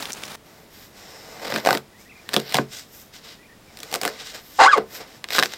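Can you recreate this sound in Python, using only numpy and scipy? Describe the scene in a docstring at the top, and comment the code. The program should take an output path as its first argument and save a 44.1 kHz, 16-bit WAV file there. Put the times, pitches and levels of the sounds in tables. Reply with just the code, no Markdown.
"""Knife through a watermelon

After rustling leaves, a long knife is worked round a watermelon on a wooden garden table.
Grain noise through resonances makes the rasp; splits of the rind snap, ring and thump modes of the melon.
Once the wet rind grips the steel and squeaks loudly: a gliding stick-slip tone with overtones.
The garden is quiet: shaped noise for air and leaves, swooping sines for a far bird.
"""
import sys
import numpy as np
from scipy import signal
from scipy.io import wavfile
from scipy.ndimage import uniform_filter1d

SR = 44100
rng = np.random.default_rng(int(sys.argv[2]) if len(sys.argv) > 2 else 0)


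def file_out(sig):
    """Save sig as 16-bit WAV at sys.argv[1]."""
    # one column per channel
    cols = np.atleast_2d(sig).T
    # limit, then scale
    lim = np.clip(cols, -1, 1)
    pcm = np.round(lim * 32767).astype(np.int16)
    wavfile.write(sys.argv[1], SR, pcm)


N = 245637
TIME_S = np.arange(N) / SR
CUTOFF_HZ = 16000

# Air of the garden. Each row: frequency in Hz, density in relative dB per Hz.
AIR_SPECTRUM = [(15, -39), (25, -7), (206, -0.5), (427, -11), (714, -13), (796, -17), (1100, -18),
                (1400, -23), (1650, -18), (1940, -13), (2550, -27), (3920, -18), (5140, -31), (16000, -28)]
AIR_DB = -51
# Rustling leaves. Each row: frequency in Hz, density in relative dB per Hz.
LEAF_SPECTRUM = [(35, -46), (60, -16), (118, -18), (168, 3), (579, 1), (636, 6), (1340, 0.5), (3270, -3.5),
                 (6580, -17), (9350, -20), (13900, -16), (16000, -22)]
# Course of the rustle. 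Each row: time in seconds, relative level in dB.
RUSTLE_LEVELS = [(0.0, -28.5), (.116, -32.5), (.135, -49), (.15, -35.5), (.21, -35), (.245, -34.5),
                 (.35, -34)]
RUSTLE_END_S = 0.359
# Stems snapping among the leaves. Each row: start in seconds, peak in dB, pitch in Hz.
STEM_SNAPS = [(0.025, -17, 4230), (0.0555, -13.5, 3120), (0.1052, -18, 2350), (.121, -16, 5540),
              (.1315, -14.5, 6060), (0.134, -19, 6650), (0.137, -24, 7100), (0.2365, -12.5, 3250),
              (.254, -24, 5530)]
# Far bird. Each row: start in seconds, length in seconds, pitch in Hz, swoop in Hz, arches of the swoop,
# relative level in dB.
BIRD_NOTES = [(1.914, 0.071, 1800, 198, 2.1, -53), (1.972, .052, 1900, 600, 0.3, -51),
              (2.052, 0.034, 1780, 220, 0.56, -49), (2.085, 0.054, 1990, 700, 1.46, -44),
              (2.144, 0.074, 1980, 479, 2.1, -47.5), (2.247, .045, 1750, 130, 0.54, -53),
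              (3.379, 0.054, 1857, 140, 0.49, -50), (3.42, 0.057, 2000, 450, 2.2, -50.5),
              (3.478, 0.078, 2010, -220, 2.65, -50), (3.662, .07, 2070, 282, 1.4, -54)]

# Free length of the blade singing. Each row: time in seconds, frequency in Hz, level in dB.
BLADE_SINGING = [(.93, 5500, -80), (1.0, 5420, -58), (1.17, 5310, -51), (1.38, 5240, -63), (1.5, 5300, -60),
                 (1.62, 5200, -72)]
# Pushes and pulls of the blade. Each row: full force at in seconds, attack in seconds, hold in seconds,
# then rasp of the rind, drag on the melon, coarse hiss and fine hiss in dB.
BLADE_STROKES = [(0.468, 0.065, 0.16, -57.5, -55.5, -63, -63), (0.742, 0.066, 0.11, -50.5, -58.5, -56, -54),
                 (0.976, .08, 0.38, -48, -52, -54, -59), (1.305, 0.52, 0.14, -64, -48.5, -64, -70),
                 (1.442, .12, 0.065, -36.5, -36, -45.5, -50), (1.557, 0.17, 0.028, -29.5, -32, -42, -43.5),
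                 (1.672, 0.052, 0.078, -30.5, -26.5, -41, -39.5), (2.003, 0.073, .015, -56, -64, -56, -60),
                 (2.168, 0.092, 0.11, -56, -59.5, -63, -67), (2.335, 0.055, 0.071, -36, -41, -47, -48),
                 (2.492, 0.095, 0.056, -36, -46, -52.5, -48.5), (2.546, 0.029, 0.026, -27, -31, -36, -42),
                 (2.606, .02, 0.009, -46, -42, -57, -62), (2.732, 0.044, 0.062, -38.5, -53, -42, -49),
                 (2.942, 0.082, 0.077, -53, -60, -52.5, -50), (3.14, 0.019, .02, -43.5, -56, -50.5, -56),
                 (3.248, 0.042, 0.075, -44, -55.5, -53.5, -59.5),
                 (3.86, 0.27, 0.088, -46.5, -49.5, -52, -58), (3.939, 0.039, 0.012, -34.5, -37.5, -40, -44),
                 (4.031, .04, 0.063, -35.5, -36.5, -45, -49), (4.13, .05, .02, -43, -47.5, -54, -60),
                 (4.26, .08, 0.048, -39.5, -54.5, -46, -54), (4.207, 0.065, .01, -35, -45, -43, -53),
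                 (4.349, 0.041, .012, -35.5, -42, -42.5, -49.5), (4.46, 0.13, 0.077, -53, -65, -58, -52),
                 (4.594, 0.077, .005, -38, -53, -41, -51), (4.789, 0.045, 0.018, -46, -34.5, -63, -69),
                 (4.953, 0.068, 0.011, -36.5, -43, -42.5, -41.5),
                 (5.008, 0.041, 0.0031, -38.5, -39, -49, -59), (5.073, 0.033, 0.096, -51, -55, -59, -63),
                 (5.333, 0.033, 0.053, -23.5, -36, -31.5, -34), (5.437, 0.041, 0.009, -33.5, -43, -38, -42),
                 (5.518, 0.082, 0.026, -38, -50, -48, -53)]
STROKE_RAMP_DB = 20  # swing over one attack or one release
# A stroke of FIRM_DB dies in RELEASE_S; each RELEASE_HALVES_DB more force halves that.
RELEASE_S, FIRM_DB, RELEASE_HALVES_DB = .07, -40, 26
# Melon under the dragging blade. Each row: frequency in Hz, width in Hz, gain in dB.
DRAG_PEAKS = [(128, 27, 4), (246, 54, -4), (330, 18, 6), (450, 81, 4), (625, 173, 6), (1044, 730, -5)]
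# Blade held in the rind. Each row: frequency in Hz, width in Hz, gain in dB.
BLADE_PEAKS = [(1580, 460, -1.5), (1976, 300, 5), (2520, 730, 2.5), (3190, 410, 2.5), (3760, 640, -1.5),
               (5290, 1080, -4.5), (6200, 500, -10)]

# Stick-slip of the rind on the steel. Each row: time in seconds, slips per second before jitter.
SLIP_RATES = [(4.592, 790), (4.605, 950), (4.611, 680), (4.63, 830), (4.642, 730), (4.675, 1250),
              (4.681, 1520), (4.697, 1700), (4.712, 1570), (4.717, 1320), (4.755, 1030), (4.76, 540),
              (4.802, 290)]
# Grip of the rind. Each row: time in seconds, tone in dB, overtones in dB.
GRIP_LEVELS = [(4.588, -16, -33), (4.596, -7, -21), (4.636, -9.5, -15), (4.664, -11, -19),
               (4.684, -13, -34.5), (4.708, -19, -34.5), (4.718, -15.5, -29.5), (4.724, -22, -23),
               (4.736, -6.5, -23.5), (4.75, -18.5, -27), (4.758, -21, -35), (4.782, -19, -36),
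               (4.8, -33.5, -57)]
# Raggedness of the slips. Each row: slips per second, roughness from 0 to 1.
SLIP_ROUGHNESS = [(700, 0.53), (950, 0.37), (1250, 0.03)]
# Rind driven by the slips. Each row: frequency in Hz, width in Hz, gain in dB.
RIND_PEAKS = [(309, 28, 3), (483, 36, 4.5), (544, 110, -4), (722, 66, -0.5), (846, 55, -7), (940, 45, -14),
              (1130, 70, -0.5), (1243, 93, -2), (1290, 71, -3), (1602, 61, 3.5)]
# Blade clamped by the rind. Each row: frequency in Hz, width in Hz, gain in dB.
CLAMPED_BLADE_PEAKS = [(1320, 300, 3), (2080, 165, 4.5), (2760, 210, -1), (3700, 460, -5),
                       (4160, 240, -1.5), (5080, 260, -4), (7260, 570, -16)]
SQUEAK_START_S, SQUEAK_END_S = 4.585, 4.803
SQUEAK_ATTACK_S, SQUEAK_RELEASE_S = 0.0068, 0.01
SPRAY_DB = -11.5  # juice spray against the overtones

# Clear splits of the rind, levels as rms over CRACK_S. Each row: start in seconds, ring pitch in Hz,
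# ring in dB, snap in dB, thump in dB.
RIND_CRACKS = [(1.523, 1705, -24, -30, -24.5), (1.5402, 1020, -30, -28, -24.5),
               (1.561, 1590, -20.5, -23, -21.5), (1.583, 605, -25, -32, -36), (1.65, 644, -25, -28.5, -35),
               (1.6613, 660, -16, -25, -38), (1.672, 694, -9.5, -23, -27), (1.6888, 790, -11.5, -26, -40),
               (1.7075, 1470, -15, -21, -17.5), (1.729, 760, -18, -24, -31),
               (1.7505, 1920, -21.5, -27, -21), (1.7731, 1380, -28.5, -26.5, -46),
               (2.2907, 1700, -32, -30, -39.5), (2.334, 1740, -30, -28.5, -45),
               (2.339, 2190, -30, -22, -23), (2.342, 1810, -22, -20, -33),
               (2.3645, 3500, -15.5, -18.5, -12.5), (2.374, 620, -39.5, -35, -29.5),
               (2.4, 570, -42, -31, -54), (2.5235, 2250, -30.5, -30, -43), (2.5436, 2170, -20, -16.5, -20),
               (2.5455, 726, -15.5, -34, -21.5), (2.5543, 2260, -18.5, -28, -43),
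               (2.569, 730, -23, -23, -35), (2.586, 1105, -13.5, -41, -13), (3.772, 2300, -45, -40, -54),
               (3.7895, 2210, -48, -42, -55), (3.803, 2280, -48, -38, -44), (3.832, 2300, -40, -33, -45),
               (3.915, 1810, -45, -37, -42), (3.927, 800, -28, -31.5, -40), (3.941, 764, -25, -22, -30.5),
               (3.951, 1280, -27, -28.5, -42), (3.957, 2380, -26.5, -26.5, -25.5),
               (4.0145, 2170, -28.5, -26.5, -31), (4.0336, 2140, -25.5, -25.5, -29),
               (4.052, 2040, -20, -24, -21), (4.061, 1210, -38, -33, -23),
               (4.0775, 1740, -22.5, -27.5, -35), (4.774, 960, -25, -35, -26), (4.78, 710, -37, -34.5, -16),
               (5.2422, 1930, -30.5, -28, -42.5), (5.2875, 1700, -39.5, -34, -43),
               (5.3053, 2010, -30, -25.5, -40), (5.323, 2170, -31, -29, -39),
               (5.3515, 1630, -22.5, -40, -44), (5.3839, 1646, -13, -21, -24.5),
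               (5.3895, 1660, -14, -15.5, -35), (5.3971, 1630, -21, -17, -21.5),
               (5.4261, 1700, -14, -17.5, -29), (5.434, 1820, -21, -16.5, -27.5),
               (5.458, 1640, -27.5, -25, -39), (5.5367, 1700, -35.5, -30.5, -40.5)]
CRACK_S = .005
# Seat of the melon and wetness of the cut. Each row: time in seconds, lift of the low modes in dB per
# octave, fizz over snap in dB.
SEAT_AND_WETNESS = [(1.55, 5.5, -10.5), (1.68, -3.5, -6.5), (1.77, 8, -7), (2.36, 2.5, -7),
                    (2.53, 9.5, -6.5), (2.6, 6, -7), (3.95, -4, -3.5), (4.08, -5, -2.5), (5.3, -1, -12)]
# Modes of the melon on its table. Each row: frequency in Hz, relative level in dB, t60 in seconds.
MELON_MODES = [(137.3, -7.5, 0.24), (178.5, -14.5, 0.22), (216.6, -4, 0.21), (277.6, -3, 0.12),
               (341.8, 2, 0.14), (380, -1, 0.19), (436, -6, 0.22), (493.3, 4, 0.13), (563.6, 3.5, 0.085),
               (613, 6, 0.017), (708, 5, 0.082), (803, -5, 0.049), (950, -14.5, 0.1), (1070, -13, 0.048),
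               (1171, -11.5, 0.051), (1400, -35, 0.12), (1457, -12, 0.097)]
# Wet cells spitting from a split. Each row: frequency in Hz, width in Hz, gain in dB.
JUICE_PEAKS = [(7360, 2300, 4.5), (11300, 2300, 1.5), (13300, 2100, 4), (15200, 2500, 0)]
# Random chips: candidates per second, least rasp, level against the stroke and its spread either way.
CHIPS_PER_S, CHIP_ABOVE_DB, CHIP_DB, CHIP_SPREAD_DB = 48, -36, -5, 3.5
CHIP_LOW_HZ, CHIP_HIGH_HZ = 600, 2220


def from_db(db):
    """Decibels to gain."""
    return 10 ** (np.asarray(db) / 20)


def rms_one(x):
    """Scale to rms 1."""
    return x / np.sqrt(np.mean(x ** 2) + 1e-20)


def crack_one(x):
    """Scale to the energy of rms 1 held for CRACK_S."""
    return x / np.sqrt(np.sum(x ** 2) / (CRACK_S * SR) + 1e-20)


def evened(x):
    """Hold the rms near 1 over windows of about 6 ms."""
    return x / np.sqrt(np.abs(uniform_filter1d(x * x, size=260)) + 1e-12)


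def in_time(rows, t_s=TIME_S):
    """Interpolate each column of a time curve at t_s."""
    rows = np.array(rows, float)
    rows = rows[np.argsort(rows[:, 0])]
    return [np.interp(t_s, rows[:, 0], column) for column in rows.T[1:]]


def add(out, start_s, sound):
    """Mix a sound in at start_s."""
    i = max(round(start_s * SR), 0)
    out[i:i + len(sound)] += sound[:N - i]


def band(x, low_hz, high_hz, order=2):
    """Butterworth band-pass, upper edge capped at 0.45 SR."""
    edges_hz = [low_hz, min(high_hz, .45 * SR)]
    sos = signal.butter(order, edges_hz, "band", fs=SR, output="sos")
    return signal.sosfilt(sos, x + 1e-18)


def resonate(x, peaks):
    """Parallel two-pole resonances of alternating sign."""
    out = 0
    for k, (hz, width_hz, db) in enumerate(peaks):
        r = np.exp(-np.pi * width_hz / SR)
        poles = [1, -2 * r * np.cos(2 * np.pi * hz / SR), r * r]
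        gain = (-1) ** k * from_db(db) * (1 - r * r) / 2
        out = out + gain * signal.lfilter([1, 0, -1], poles, x + 1e-18)
    return out


def drift(rate_hz, size=N):
    """Random values of rms 1, joined by straight lines, rate_hz new ones a second."""
    at = np.arange(size) * rate_hz / SR
    return rms_one(np.interp(at, np.arange(8192), rng.standard_normal(8192)))


def grains(spread_db, size=N):
    """A dense stream of tiny ruptures of very unequal size; rms 1."""
    size_db = spread_db * np.minimum(rng.exponential(1, size), 6)
    return rms_one(rng.standard_normal(size) * from_db(size_db))


def burst(t_s, tear_s, after_db, after_s, first):
    """One fibre breaks, its neighbours tear at once, and a few more follow."""
    decay = np.exp(-t_s / tear_s) + from_db(after_db) * np.exp(-t_s / after_s)
    tear = grains(4.1, size=len(t_s)) * decay
    tear = tear / np.sqrt(np.sum(tear ** 2))
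    tear[0] = first
    return tear


def colour(x, spectrum):
    """Weight half-octave bands of x by a spectrum; rms 1."""
    hz, db = np.transpose(spectrum)
    edges_hz = 22 * 2 ** np.arange(0, 10, .5)
    out = 0
    for low_hz, high_hz in zip(edges_hz, edges_hz[1:]):
        if high_hz > hz[0]:
            centre_db = np.interp(np.log(low_hz * high_hz) / 2, np.log(hz), db)
            out = out + from_db(centre_db) * band(x, low_hz, high_hz, order=1)
    return rms_one(band(out, hz[0], 2 * CUTOFF_HZ))


def yard(x, wet_db, t60_s, dull_hz):
    """Table top, fence and walls scatter back a short, dull tail."""
    t_s = np.arange(SR // 3) / SR
    noise = band(rng.standard_normal(len(t_s)), 110, dull_hz, order=1)
    tail = noise * from_db(-60 * t_s / t60_s) * (t_s > .002)
    tail = tail / np.sqrt(np.sum(tail ** 2))
    return x + from_db(wet_db) * signal.fftconvolve(x, tail)[:N]


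def air():
    """Quiet garden air: steady noise, strongest in the bass."""
    return from_db(AIR_DB) * colour(rng.standard_normal(N), AIR_SPECTRUM)


def leaves():
    """Leaves brush together as fluttering grains; a few dry stems tick as short resonant bursts."""
    level_db, = in_time(RUSTLE_LEVELS)
    brushing = colour(grains(2.5) * from_db(2.1 * drift(153.1)), LEAF_SPECTRUM)
    fade = np.clip((RUSTLE_END_S - TIME_S) / 0.0021, 0, 1)
    out = from_db(level_db - 4.0) * brushing * fade
    t_s = np.arange(SR // 40) / SR
    for start_s, peak_db, hz in STEM_SNAPS:
        tear = burst(t_s, tear_s=0.0005, after_db=-6, after_s=0.0036, first=0.94)
        tick = resonate(tear, [(hz, 1500, 0)])
        add(out, start_s, from_db(peak_db) * tick / np.max(np.abs(tick)))
    return out


def bird(top_db):
    """A thin whistle that slurs or trills in quick arches, loudest at the top of each."""
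    out = np.zeros(N)
    for start_s, length_s, hz, swoop_hz, arches, db in BIRD_NOTES:
        along = np.linspace(0, 1, round(length_s * SR))
        arch = np.abs(np.sin(np.pi * arches * along))
        whistle = np.sin(2 * np.pi * np.cumsum(hz + swoop_hz * arch) / SR)
        gain = from_db(db + np.clip(top_db, 1, 8) * (arch - 2.5))
        add(out, start_s, gain * signal.windows.tukey(len(along), .5) * whistle)
    return yard(out, wet_db=-11, t60_s=.2, dull_hz=4000)


def singing(width_hz):
    """Friction keeps one mode of the steel ringing; it mostly sinks as the flesh loads the blade."""
    hz, db = in_time(BLADE_SINGING)
    r = np.exp(-np.pi * width_hz / SR)
    noise = rng.standard_normal(N) + 1j * rng.standard_normal(N)
    rubbing = signal.lfilter([1], [1, -2 * r, r * r], noise)
    carrier = np.exp(2j * np.pi * np.cumsum(hz) / SR)
    return from_db(db) * rms_one(np.real(rubbing * carrier))


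def blade_work():
    """Strokes swell, hold and die, hard ones soonest; rows: s, then rasp, drag, coarse, fine hiss in dB."""
    t_s = np.arange(0, N / SR, .002)
    power = 1e-12
    for full_s, attack_s, hold_s, *levels_db in BLADE_STROKES:
        release_s = RELEASE_S * 2 ** ((FIRM_DB - max(levels_db)) / RELEASE_HALVES_DB)
        away = np.maximum((full_s - t_s) / attack_s, (t_s - full_s - hold_s) / release_s)
        fall_db = STROKE_RAMP_DB * np.clip(away, 0, 10)[:, None]
        power = power + from_db(np.array(levels_db) - fall_db) ** 2
    return np.column_stack([t_s, 10 * np.log10(power)])


def slicing(judder_db, deepen):
    """Cells burst along the edge; the harder the blade is pushed, the more it judders."""
    rasp_db, drag_db, coarse_db, fine_db = in_time(blade_work())
    push = np.clip((rasp_db + 49) / 20, .1, 1)
    cells = grains(2.9) * from_db(judder_db * push * (drift(350) - 1.0))
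    drag = rms_one(band(resonate(cells, DRAG_PEAKS), 148, 1650))
    # a blade that drags hard rasps low; one that slides freely rasps high
    steel = resonate(cells, BLADE_PEAKS)
    depth = from_db(deepen * np.clip(drag_db - rasp_db + 1.5, -14, 3))
    low_rasp = rms_one(band(steel, 940, 2240))
    high_rasp = rms_one(band(steel, 3110, 5330))
    rasp = (depth * low_rasp + high_rasp) / np.hypot(1, depth)
    coarse = rms_one(band(cells, 5300, 8200))
    fine = rms_one(band(cells, 12000, 14500))
    hiss = from_db(coarse_db) * coarse + from_db(fine_db) * fine
    return from_db(drag_db) * drag + from_db(rasp_db) * rasp + hiss


def squeak(jitter, shimmer_db, chatter_db, rind_db, grit_db, flutter_db, smooth_db):
    """The rind sticks and slips on the steel: ragged when slow, nearly a pure tone when fast."""
    t_s = np.arange(round(SQUEAK_START_S * SR), round(SQUEAK_END_S * SR)) / SR
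    size = len(t_s)
    slips_hz, = in_time(SLIP_RATES, t_s)
    tone_db, overtone_db = in_time(GRIP_LEVELS, t_s)
    rough = np.interp(slips_hz, *np.transpose(SLIP_ROUGHNESS))
    rise, fall = (t_s - t_s[0]) / SQUEAK_ATTACK_S, (t_s[-1] - t_s) / SQUEAK_RELEASE_S
    gate = np.clip(np.minimum(rise, fall), 0, 1)
    wobble = jitter * (rough + .1) * drift(700, size=size)
    phase = 2 * np.pi * np.cumsum(slips_hz * (1 + wobble)) / SR
    k = np.arange(2, 9)[:, None]
    flutter = np.array([drift(252.8, size=size) for _ in k])
    partials = np.sin(k * phase) / k * from_db(flutter_db * flutter)
    # the fastest slips lose their corners
    partials = partials * from_db(-smooth_db * (k - 2) * np.clip((slips_hz - 1350) / 150, 0, 1))
    # every slip scuffs the blade
    scuff = grains(1.6, size=size) * (1.7 + np.cos(phase)) ** 2
    chatter = from_db(chatter_db) * rms_one(band(scuff, 466, 1500, order=3))
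    drive = np.sin(phase) + (rough + 0.078) * (0.52 * partials[0] + chatter)
    # the rind rings on behind the gliding pitch and beats against it
    rind = from_db(rind_db) * resonate(drive, RIND_PEAKS)
    tone = evened(band(drive + rind, 184, 2580, order=3))
    # overtones sweep through the blade's resonances
    edge = rms_one(partials.sum(axis=0)) + from_db(grit_db) * (rough + 0.38) * rms_one(scuff)
    overtones = evened(band(resonate(edge, CLAMPED_BLADE_PEAKS), 1680, 5200, order=4))
    spray = evened(band(scuff, 4850, 7640))
    voice = from_db(tone_db) * tone + from_db(overtone_db) * (overtones + from_db(SPRAY_DB) * spray)
    out = np.zeros(N)
    add(out, SQUEAK_START_S, gate * voice * from_db(shimmer_db * drift(300, size=size)))
    # the whole melon rings along; a t60 sets each width
    modes = [(hz, np.log(1000) / (np.pi * t60_s), db) for hz, db, t60_s in MELON_MODES]
    return out + from_db(-9) * resonate(out, modes)


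def chips():
    """Small splits that come at random while the blade is pushed hard; rows like RIND_CRACKS."""
    chance = rng.random((round(CHIPS_PER_S * N / SR), 3))
    start_s = chance[:, 0] * N / SR
    pitch_hz = CHIP_LOW_HZ * (CHIP_HIGH_HZ / CHIP_LOW_HZ) ** chance[:, 1]
    size_db = CHIP_DB + CHIP_SPREAD_DB * (2 * chance[:, 2] - 1)
    rasp_db, drag_db, _, _ = in_time(blade_work(), start_s)
    ring_db = (rasp_db + drag_db) / 2 + size_db
    rows = np.column_stack([start_s, pitch_hz, ring_db, rasp_db + size_db, drag_db + size_db])
    return rows[rasp_db > CHIP_ABOVE_DB].tolist()


def wet(x):
    """The high spit of bursting cells; rms 1."""
    return rms_one(band(resonate(x, JUICE_PEAKS), 4600, 15500))


def rind_ring(t_s, pitch_hz):
    """The split rind rings two partials, 60 dB down after 14 cycles, over a tearing noise."""
    cycles = pitch_hz * t_s
    partials = np.sin(2 * np.pi * cycles) + 0.13 * np.sin(2 * np.pi * 1.37 * cycles)
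    tear = burst(t_s, tear_s=0.0022, after_db=-17, after_s=0.0023, first=0.28)
    return crack_one(partials * from_db(-60 * cycles / 14)) + 0.58 * crack_one(band(tear, 570, 1800))


def melon_thump(t_s, lift_db):
    """Modes of melon and table die away, each with a random strength, sign and slight detuning."""
    hz, mode_db, t60_s = np.array(MELON_MODES).T[:, :, None]
    # positive lift favours the low modes
    share_db = rng.normal(0, 0.96, hz.shape) - lift_db * np.log2(hz / hz[0])
    share = from_db(share_db) * rng.choice([-1, 1], hz.shape)
    detune = rng.normal(1, 0.02, hz.shape)
    dying = from_db(mode_db - 60 * t_s / t60_s)
    modes = dying * share * np.sin(2 * np.pi * hz * t_s * detune)
    return band(np.sum(modes, axis=0), 107, 1770, order=3)


def cracks():
    """Each split snaps, fizzes, rings the rind for a few cycles and thumps the melon against the table."""
    out, t_s = np.zeros(N), np.arange(SR // 5) / SR
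    brief_s = t_s[:SR // 20]
    for start_s, pitch_hz, ring_db, snap_db, thump_db in list(RIND_CRACKS) + chips():
        lift_db, fizz_db = in_time(SEAT_AND_WETNESS, start_s)
        snap_tear = burst(brief_s, tear_s=0.0005, after_db=-20, after_s=0.005, first=0.56)
        snap = band(snap_tear, 2160, 5220, order=3)
        fizz = wet(burst(brief_s, tear_s=0.0013, after_db=-16, after_s=0.012, first=0.58))
        ring = rind_ring(brief_s, pitch_hz)
        thump = melon_thump(t_s, lift_db)
        add(out, start_s, from_db(ring_db) * crack_one(ring) + from_db(snap_db) * crack_one(snap))
        add(out, start_s, from_db(thump_db) * crack_one(thump))
        # the fizz starts 0.4 ms before the snap, ring and thump
        add(out, start_s - .0004, from_db(snap_db + fizz_db) * crack_one(fizz))
    return out


def scene():
    """The melon close by, the garden around it."""
    garden = air() + leaves() + bird(top_db=1)
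    melon = slicing(judder_db=3.0, deepen=0.4) + singing(width_hz=630)
    melon = melon + squeak(jitter=0.048, shimmer_db=2.0, chatter_db=-3, rind_db=-0.5, grit_db=7.5,
                           flutter_db=3.0, smooth_db=9)
    # so small a body radiates no deep bass
    melon = band(melon + cracks(), 107, 2 * CUTOFF_HZ, order=3)
    return (yard(melon, wet_db=-16.5, t60_s=0.095, dull_hz=2060) + garden)[None]


def record(dry):
    """The loudest peaks are rounded off and the top is cut."""
    held = dry / (1 + dry ** 8) ** (1 / 8)
    return signal.sosfilt(signal.ellip(10, .1, 70, CUTOFF_HZ, fs=SR, output="sos"), held)


dry = scene()
out = record(dry)
file_out(out)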